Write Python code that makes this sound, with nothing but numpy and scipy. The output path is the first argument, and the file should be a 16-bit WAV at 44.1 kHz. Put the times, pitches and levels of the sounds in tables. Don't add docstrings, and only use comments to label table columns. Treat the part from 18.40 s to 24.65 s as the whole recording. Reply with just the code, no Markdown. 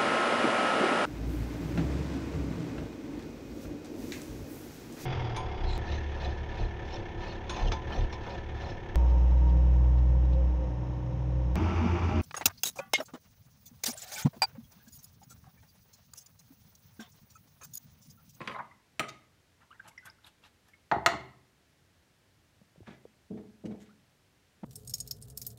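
import sys
import numpy as np
from scipy import signal
from scipy.fft import rfft, irfft
from scipy.io import wavfile
from scipy.ndimage import uniform_filter1d

SR = 44100
rng = np.random.default_rng(int(sys.argv[2]) if len(sys.argv) > 2 else 0)


def inscribe(sig):
    pcm = np.round(np.clip(np.atleast_2d(sig).T, -1, 1) * 32767)
    wavfile.write(sys.argv[1], SR, pcm.astype(np.int16))


N = 275448
TIME = np.arange(N) / SR
AGE = np.arange(SR) / SR


def from_db(db):
    return 10 ** (np.asarray(db) / 20)


def unit_energy(x):
    return x / np.sqrt(np.sum(x ** 2) + 1e-20)


def at_hz(points, hz):
    point_hz, value = np.transpose(points)
    return np.interp(np.log(np.maximum(hz, 1)), np.log(point_hz), value)


def fade(t60):
    return np.exp(-np.log(1000) * AGE / t60)


def dull(x, hz):
    low_pass = signal.butter(2, min(hz, .45 * SR), fs=SR, output="sos")
    return signal.sosfilt(low_pass, x + 1e-18)


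def add(out, s, sound):
    start = max(round(s * SR), 0)
    out[start:start + len(sound)] += sound[:max(N - start, 0)]


def sine(hz):
    return np.sin(2 * np.pi * hz * AGE)


def gliding_sine(pitch):
    return np.sin(2 * np.pi * np.cumsum(pitch) / SR)


def wobble(rate_hz, size):
    settle = 4000
    slow = dull(rng.standard_normal(size + settle), rate_hz)[settle:]
    return slow / np.std(slow)


def noise(spectrum, size, grain_db=0):
    grain_sizes = from_db(grain_db * np.minimum(rng.exponential(1, size), 5))
    white = rng.standard_normal(size) * grain_sizes
    gain = from_db(at_hz(spectrum, np.arange(size // 2 + 1) * SR / size))
    return unit_energy(irfft(rfft(white) * gain, size)) * np.sqrt(size)


def burst(spectrum, t60):
    spread = rfft(rng.standard_normal(SR) * fade(t60))
    local_energy = uniform_filter1d(np.abs(spread) ** 2, size=160)
    even = spread / np.sqrt(local_energy + 1e-12)
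    coloured = irfft(even * from_db(at_hz(spectrum, np.arange(len(even)))), SR)
    coloured = coloured * fade(min(10 * t60, .7))
    return unit_energy(coloured) * np.sqrt(np.sum(fade(t60) ** 2))


def struck(blows, modes, crack, crack_db, crack_t60, contact_s, scatter_db):
    rings = np.array([(-1) ** k * from_db(db) * fade(t60) * sine(hz)
                      for k, (hz, db, t60) in enumerate(modes)])
    press = 1 - np.exp(-AGE / contact_s)
    out = np.zeros(N)
    for s, db, contact_hz in blows:
        ringing = from_db(scatter_db * rng.standard_normal(len(modes))) @ rings
        overtones = from_db(crack_db) * burst(crack, crack_t60)
        add(out, s, from_db(db) * dull(press * (ringing + overtones), contact_hz))
    return out


def strokes(rows, grains, crisp_db):
    out = np.zeros(N)
    for s, width, db, bright_hz in rows:
        stroke = dull(grains, bright_hz) + from_db(crisp_db) * grains[::-1]
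        bell = np.exp(-((TIME - s) / width) ** 2 / 2)
        out += from_db(db) * bell * stroke / np.std(stroke)
    return out


# delay in seconds, level in dB.
ECHOES = [(.0024, -23), (.0059, -11.5), (0.0094, -7)]


def near_surfaces(x):
    out = x.copy()
    for delay, db in ECHOES:
        add(out, delay, from_db(db) * x)
    return out


# frequency in Hz, level in dB.
ROOM_COLOUR = [(250, -0.5), (380, 3), (500, 0), (750, 3), (1000, 0), (1250, -1.5), (1600, -1.5),
               (1850, 0.5), (2060, 4.5), (2350, -3.5), (2900, 0.5), (4300, -1.5), (10000, -0.5),
               (15000, -7)]
# frequency in Hz, t60 in seconds.
ROOM_T60 = [(80, 0.76), (250, 0.6), (500, .5), (800, 0.44), (1100, 0.55), (1550, 0.36), (2100, 0.52),
            (2500, .45), (4000, .4), (8000, 0.28), (15000, 0.1294)]


def room(x, build_s):
    hz, tail = np.arange(SR // 2 + 1), 0
    coloured = rfft(rng.standard_normal(SR)) * from_db(at_hz(ROOM_COLOUR, hz))
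    build = 1 - np.exp(-(AGE / build_s) ** 2)
    edges = np.geomspace(30, 20000, 40)
    for low, high in zip(edges, edges[1:]):
        band = irfft(coloured * ((hz >= low) & (hz < high)), SR)
        decay = fade(at_hz(ROOM_T60, np.sqrt(low * high)))
        tail = tail + band * unit_energy(decay * build)
    return signal.fftconvolve(x, tail)[:N]


# frequency in Hz, relative level per hertz in dB.
ROOM_TONE = [(15, -43), (25, -18), (84, 1.5), (108, -1), (145, -3.5), (180, -5.5), (212, -7.5), (285, -7.5),
             (363, -10.5), (1160, -17.5), (1650, -15.5), (1840, -16), (5430, -22.5), (13600, -31.5),
             (16000, -35.5)]


def room_tone():
    return from_db(-67.5) * noise(ROOM_TONE, size=N)


# start in seconds, relative level in dB, contact brightness in Hz,
# pitch ratio of the pot.
HANDLE_TAPS = [(.0055, -35, 1010, 0.82), (0.0142, -43, 3060, 0.85), (0.0746, -34.5, 4400, 0.82),
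               (.081, -51, 1000, 0.89), (.096, -38.5, 1900, 0.83), (.113, -45, 2380, 1),
               (0.5945, -29, 11100, 1), (.6006, -27.5, 1250, .99), (0.6277, -42.5, 2200, 0.98),
               (0.6401, -41, 1960, 0.93)]
# frequency in Hz, relative level in dB, t60 in seconds.
HANDLE = [(417, -18, 0.27), (516, -16.5, 0.24), (604, -7, 0.063), (696, -9.5, 0.15), (792, -16, 0.12),
          (1221, -4, 0.095), (1252, -9, 0.37), (1298, -2.5, 0.14), (1528, -4, 0.055), (1904, -16, 0.22),
          (2040, -7, 0.038), (2200, -6, 0.026), (2470, -4, 0.051), (3060, -3, 0.028), (4100, -10, 0.07),
          (5760, -1.5, 0.022), (7380, -10, 0.054)]
# frequency in Hz, relative level per hertz in dB.
HANDLE_CRACK = [(40, -43), (130, -4), (400, -9.5), (1000, -7.5), (2300, 3.5), (3500, -6.5), (6000, -19),
                (9500, -10.5), (11000, -23), (16000, -10.5)]


def handle_taps():
    out = np.zeros(N)
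    for s, db, contact_hz, ratio in HANDLE_TAPS:
        modes = [(hz * ratio, mode_db, t60) for hz, mode_db, t60 in HANDLE]
        out += struck([(s, db, contact_hz)], modes, HANDLE_CRACK,
                      crack_db=7.0, crack_t60=0.048, contact_s=0.00006, scatter_db=-0.5)
    return out * from_db(-2.0)


# start in seconds, relative level in dB, contact brightness in Hz.
TABLE_THUDS = [(.195, -50, 437), (4.475, -43.5, 860), (4.503, -51, 597), (4.529, -52, 597),
               (6.226, -42, 299), (6.232, -37.5, 1100)]
TAP_THUD_DB, TAP_THUD_HZ = -10, 600


def table_blows():
    taps = [(s, db + TAP_THUD_DB, TAP_THUD_HZ) for s, db, _, _ in HANDLE_TAPS]
    return taps + list(TABLE_THUDS)


# frequency in Hz, relative level in dB, t60 in seconds.
TABLE = [(71.4, -11, 0.13), (130.8, -2.5, 0.27), (177, -14, 0.104), (216.3, 4.5, 0.11), (245, -2, 0.12),
         (252, 4, 0.04), (339.7, -27, 0.12), (390, -8, 0.29)]
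# frequency in Hz, relative level per hertz in dB.
TABLE_CRACK = [(40, -28.5), (90, -8), (170, 4), (320, 1), (500, -7.5), (800, -3), (1500, -14.5),
               (4000, -14.5), (16000, -32)]


def table_shudders():
    return from_db(-3.5) * struck(table_blows(), TABLE, TABLE_CRACK,
                                  crack_db=8.5, crack_t60=0.085, contact_s=0.0038, scatter_db=2.5)


# start in seconds, length in seconds,
# relative level of the loudest bubble in dB, middle pitch in Hz.
GULPS = [(0.026, 0.037, -55, 1170), (0.091, .035, -47, 1295), (0.138, .035, -41.5, 990),
         (0.183, .018, -40, 1290), (0.207, .04, -60, 1180), (1.208, 0.021, -59.5, 1450),
         (1.316, .03, -58.5, 1622), (1.447, 0.04, -61, 1000), (1.656, 0.031, -52, 1589),
         (2.332, .015, -64.5, 2209)]
GULP_OCTAVES, GULP_EDGE_DB, GULP_RISE = .9, -8.5, 2.91


def gulped_bubbles(count):
    rows = []
    for s, length, db, hz in GULPS:
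        places = 2 * (np.arange(count) + rng.random(count)) / count - 1
        for place in places:
            rows.append((s + length * rng.random(), db + GULP_EDGE_DB * abs(place),
                         hz * 2 ** (GULP_OCTAVES * place), GULP_RISE))
    return rows


# frequency in Hz, relative level in dB.
SPLASH = [(150, 12), (450, -8), (900, 6.5), (1600, 3), (2200, -2), (2900, 3.5), (4500, -1.5), (8000, -0.5),
          (12000, 6.5), (15000, 0.5)]


def fizz(per_s, cycles, size_db):
    out = np.zeros(N)
    for hz in np.geomspace(600, 13000, 26):
        sizes = from_db(size_db * rng.standard_normal(N))
        births = (rng.random(N) < per_s / SR) * sizes * rng.choice([-1, 1], N)
        births = births + 1e-18 * rng.standard_normal(N)
        radius, turn = from_db(-60 * hz / (cycles * SR)), 2 * np.pi * hz / SR
        rings = signal.lfilter([1, 0, -1], [1, -2 * radius * np.cos(turn), radius * radius], births)
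        out += from_db(at_hz(SPLASH, hz)) * np.sqrt(hz) * unit_energy(rings)
    return out / np.std(out)


# height of the stroke in seconds, width in seconds, relative level in dB,
# brightness in Hz.
PLUNGES = [(.05, 0.063, -55.5, 3260), (.125, 0.014, -61.5, 3600), (0.193, 0.0074, -73, 1470)]
# height in seconds, relative level in dB, brightness in Hz.
SWISHES = [(1.224, -66, 1880), (1.463, -56.5, 2240), (1.674, -58.5, 2870), (1.868, -57.5, 5000),
           (2.054, -58.5, 4060), (2.268, -74, 3050)]
# height in seconds, relative level in dB.
FLICKS = [(1.484, -52), (1.659, -51.5), (1.872, -62), (2.287, -65)]
SWISH_WIDTH_S, FLICK_WIDTH_S, FLICK_HZ = 0.017, 0.0048, 9100
TICK_DB, TICK_WIDTH_S, TICK_HZ = -18, 0.00074, 2440


def water_strokes():
    sweeps = [(s, SWISH_WIDTH_S, db, hz) for s, db, hz in SWISHES]
    flicks = [(s, FLICK_WIDTH_S, db, FLICK_HZ) for s, db in FLICKS]
    ticks = [(s + TICK_WIDTH_S, TICK_WIDTH_S, db + TICK_DB, TICK_HZ) for s, db, _, _ in BUBBLES]
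    return list(PLUNGES) + sweeps + flicks + ticks


# start in seconds, relative level in dB, pitch in Hz,
# rise in octaves per second.
BUBBLES = [(.141, -41, 677, -2.5), (.144, -44, 963, 7.5), (.155, -37, 1020, 2), (.146, -41, 2020, 1.5),
           (0.159, -48, 3860, -2), (.24, -47.5, 1202, 1.5), (.188, -33, 974, -1), (0.1848, -38.5, 1214, 1),
           (0.187, -42, 1620, -1.5), (.201, -49, 2020, 0.5), (.31, -48.5, 2040, 1),
           (0.309, -52.5, 1105, 9.5), (1.306, -46, 1120, 18), (1.313, -54.5, 2900, 4.5),
           (1.395, -42.5, 1576, -1), (1.483, -56.5, 722, 12), (1.512, -59.5, 2180, -3),
           (1.532, -61, 995, 15), (1.577, -38.5, 2003, -1.5), (1.579, -46.5, 5630, -21),
           (1.627, -48.5, 1450, 2), (1.668, -43, 1517, 1.5), (1.699, -45.5, 5280, -1),
           (1.784, -59.5, 1300, 20.5), (1.845, -50, 3900, -16), (2.037, -53.5, 2770, -10),
           (2.286, -55, 1750, 1), (2.334, -50.5, 2133, 2), (5.492, -55.5, 1196, 11)]
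BUBBLE_T60_S, BUBBLE_SWELL_S, SIZE_LAW = 0.12, 0.004, 0.97


def bubbles(unrest_db, waver, size):
    out, age = np.zeros(N), AGE[:size]
    for s, db, hz, rise in list(BUBBLES) + shed_bubbles(count=4) + gulped_bubbles(count=10):
        bulk = (1000 / hz) ** SIZE_LAW
        swell, t60 = BUBBLE_SWELL_S * bulk, BUBBLE_T60_S * bulk
        glide = rise * np.minimum(age, t60 / 3)
        pitch = hz * 2 ** (glide + waver * wobble(150, size=size))
        shaken = from_db(db + unrest_db * wobble(170, size=size))
        level = shaken * (1 - np.exp(-age / swell)) * fade(t60)[:size]
        add(out, s, level * gliding_sine(pitch))
    return out


SHED_DB, SHED_HZ, SHED_OCTAVES = -19, 2000, 0.18
SHED_WITHIN_S, SHED_RISE = 0.16, 4.2


def shed_bubbles(count):
    rows = []
    for s, db, _ in SWISHES:
        for _ in range(count):
            pitch_hz = SHED_HZ * 2 ** (SHED_OCTAVES * rng.standard_normal())
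            rows.append((s + SHED_WITHIN_S * rng.random(), db + SHED_DB, pitch_hz, SHED_RISE))
    return rows


def rinsing_water():
    spray = fizz(per_s=90, cycles=40, size_db=2.5) + from_db(-2.5) * noise(SPLASH, size=N)
    splashes = near_surfaces(strokes(water_strokes(), spray, crisp_db=-48.0))
    return bubbles(unrest_db=4.0, waver=0.035, size=11000) + from_db(-1.0) * splashes


# height of the stroke in seconds, width in seconds,
# relative level in dB, brightness in Hz.
SCUFFS = [(.690, 0.0039, -35.5, 5960), (4.478, 0.0061, -47.5, 1670), (4.51, 0.031, -53.5, 2380),
          (5.42, 0.015, -60, 9900), (5.465, 0.011, -61.5, 2680)]
SCRATCH_S, SCRATCH_WIDTH_S, SCRATCH_HZ = 0.02, 0.0035, 6100
PEEL_S, PEEL_WIDTH_S, PEEL_DB, PEEL_HZ = 0.078, 0.0068, -18.5, 1720


def bristle_strokes():
    splay = [(s + SCRATCH_S, SCRATCH_WIDTH_S, db, SCRATCH_HZ) for s, _, _, db in DABS]
    peel = [(s + PEEL_S, PEEL_WIDTH_S, db + PEEL_DB, PEEL_HZ) for s, db, _, _ in DABS]
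    return list(SCUFFS) + splay + peel


# frequency in Hz, relative level per hertz in dB.
BRISTLES = [(200, 6.5), (800, -3.5), (1400, 6), (2300, 7), (2900, 2.5), (3600, 6.5), (4900, 1), (6700, 4.5),
            (10000, -4), (15000, 1)]


def rubbing_bristles():
    catching = from_db(2.3 * wobble(210, size=N))
    grains = catching * noise(BRISTLES, size=N, grain_db=-0.5)
    return from_db(-5) * near_surfaces(strokes(bristle_strokes(), grains, crisp_db=-61.0))


# start in seconds, relative level in dB,
# contact brightness in Hz, pitch of the clunk at this spot in Hz, clunk level against the ring in dB.
JAR_CONTACTS = [(2.5141, -21.5, 2300, 1708, 3), (2.5198, -16.5, 898, 868, 14), (2.5335, -25, 899, 846, 10),
                (2.5396, -25.5, 908, 883, 7), (2.5584, -29.5, 893, 898, 6.5), (2.583, -33, 854, 843, 6.5),
                (2.661, -13.5, 8820, 1322, 1), (2.6664, -19, 1192, 794, 13.5), (2.6742, -25, 2600, 1150, 6),
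                (2.683, -28, 1487, 702, 9), (2.7165, -31.5, 1820, 1000, 1), (2.733, -30.5, 1400, 1060, 3)]
# frequency in Hz, relative level in dB, t60 in seconds.
JAR = [(383.8, -21, 0.2), (660, -4, .06), (705.8, -1, 0.091), (786, -6.5, 0.07), (826.4, -8, 0.15),
       (863, -12.5, 0.1116), (938, -19.5, 0.25), (1035, -9, 0.06), (1100, -5, .06), (1169, -11, 0.11),
       (1251, -5.5, 0.09), (1324, -5, 0.036), (1406, -7.5, .1), (1520, -16.5, .13), (1794, -17, 0.16),
       (1920, -11, 0.094), (1970, -13, 0.094), (2052, -18, .12), (2130, -20.5, .14), (2291, -22, 0.13),
       (2711, -12.5, 0.069), (2884, -13.5, 0.1), (3490, -11.5, .06), (3870, -15, 0.1), (4240, -9, 0.051),
       (4480, -14, 0.036), (5768, -17, 0.073), (7040, -33, 0.052)]
# frequency in Hz, relative level per hertz in dB.
JAR_CRACK = [(100, -18.5), (300, -14.5), (520, -27), (700, 1), (1380, 1), (1680, -7), (2000, 1),
             (2280, -9.5), (2800, -6.5), (3100, -10), (3600, -12), (4300, -10.5), (5000, -16.5),
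             (7000, -13), (10500, -29), (12000, -19.5), (16000, -24)]


def jar_knocks():
    blows = [(s, db, contact_hz) for s, db, contact_hz, _, _ in JAR_CONTACTS]
    out = struck(blows, JAR, JAR_CRACK, crack_db=9.0, crack_t60=0.03, contact_s=.0006, scatter_db=1.5)
    clunk = (1 - np.exp(-AGE / 0.00077)) * fade(0.017)
    for s, db, _, hz, clunk_db in JAR_CONTACTS:
        add(out, s, from_db(db + clunk_db) * clunk * sine(hz))
    return out * from_db(-5)


# start in seconds, relative level in dB, contact brightness in Hz.
JAR_THUDS = [(2.5198, -36, 500), (2.5625, -34, 600), (2.6665, -36.5, 450), (2.7215, -36.5, 550),
             (2.745, -38, 350)]
# frequency in Hz, relative level in dB, t60 in seconds.
JAR_BOUNCE = [(71.4, -10, 0.3), (128.5, -8, 0.3), (193, -12.5, .1), (273, -10, 0.15), (389.7, 2, 0.2)]


def jar_thuds():
    return struck(JAR_THUDS, JAR_BOUNCE, TABLE_CRACK,
                  crack_db=6, crack_t60=0.08, contact_s=0.002035, scatter_db=-0.5)


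# start in seconds, relative level in dB, pitch in Hz.
BUMPS = [(4.215, -47.5, 195), (4.215, -54, 556), (4.359, -50, 556), (4.379, -46.5, 165), (4.405, -42, 343),
         (4.412, -43.5, 102), (4.431, -50, 735), (4.6528, -35.5, 467)]


def soft_bumps():
    out = np.zeros(N)
    for s, db, hz in BUMPS:
        add(out, s, from_db(db) * fade(9.9 / hz) * sine(hz))
    return dull(out, 1000)


# start in seconds, relative level in dB, contact brightness in Hz,
# relative level of the bristle scratch in dB.
DABS = [(4.9043, -37.5, 510, -89), (5.2396, -36, 560, -48.5)]
LIFT_S, LIFT_DB, LIFT_HZ = 0.066, -7.5, 1100


def canvas_blows():
    landings = [(s, db, hz) for s, db, hz, _ in DABS]
    lifts = [(s + LIFT_S, db + LIFT_DB, LIFT_HZ) for s, db, _, _ in DABS]
    return landings + lifts


CANVAS_HZ, DRAG_S, HUM_LEAD_S = 220.7, 0.073, 0.0029


def canvas_hum(swell_s, release_t60, rough):
    out = np.zeros(N)
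    release = from_db(-60 * np.maximum(AGE - DRAG_S, 0) / release_t60)
    level = (1 - np.exp(-AGE / swell_s)) * release
    for s, db, _, _ in DABS:
        pitch = CANVAS_HZ * (1 + rough * wobble(74, size=SR))
        add(out, s - HUM_LEAD_S, from_db(db) * level * gliding_sine(pitch))
    return out


# frequency in Hz, relative level in dB, t60 in seconds.
CANVAS = [(71.6, -15, 0.37), (114.4, -17, 0.66), (136, -19, 0.61), (181, -9, 0.086), (194, -1, 0.17),
          (234, -22, 0.15), (291, -8.5, 0.36), (343, -37, 0.31), (422.4, -7, 0.34), (455, -12.5, 0.34),
          (597, -5.5, 0.049), (661, -12, 0.17), (744, -13, 0.085)]
# frequency in Hz, relative level per hertz in dB.
CANVAS_CRACK = [(40, -16), (90, -17), (200, 19), (450, 4), (800, -2), (1300, -14), (4000, -31),
                (16000, -33)]


def canvas_dabs():
    drum = struck(canvas_blows(), CANVAS, CANVAS_CRACK,
                  crack_db=0.0, crack_t60=0.35, contact_s=0.0013, scatter_db=-1.8)
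    return drum * from_db(-1.0) + canvas_hum(swell_s=0.0029, release_t60=0.034, rough=0.075)


def scene():
    handle = handle_taps()
    table = table_shudders() + jar_thuds()
    water = rinsing_water()
    bristles = rubbing_bristles()
    jar = jar_knocks()
    canvas = canvas_dabs()
    to_room = from_db(-10.5) * handle + from_db(-6) * table + from_db(-14) * water
    to_room = to_room + from_db(-10.5) * bristles + from_db(-9.5) * jar + from_db(-4.5) * canvas
    direct = handle + table + water + bristles + jar + soft_bumps() + canvas
    bass_cut = signal.butter(4, 55, "high", fs=SR, output="sos")
    sound = signal.sosfilt(bass_cut, direct + room(to_room, build_s=0.0041))
    return (sound + room_tone())[None]


def record(dry):
    return signal.sosfilt(signal.ellip(10, .2, 80, 15800, fs=SR, output="sos"), dry)


dry = scene()
out = record(dry)
inscribe(out)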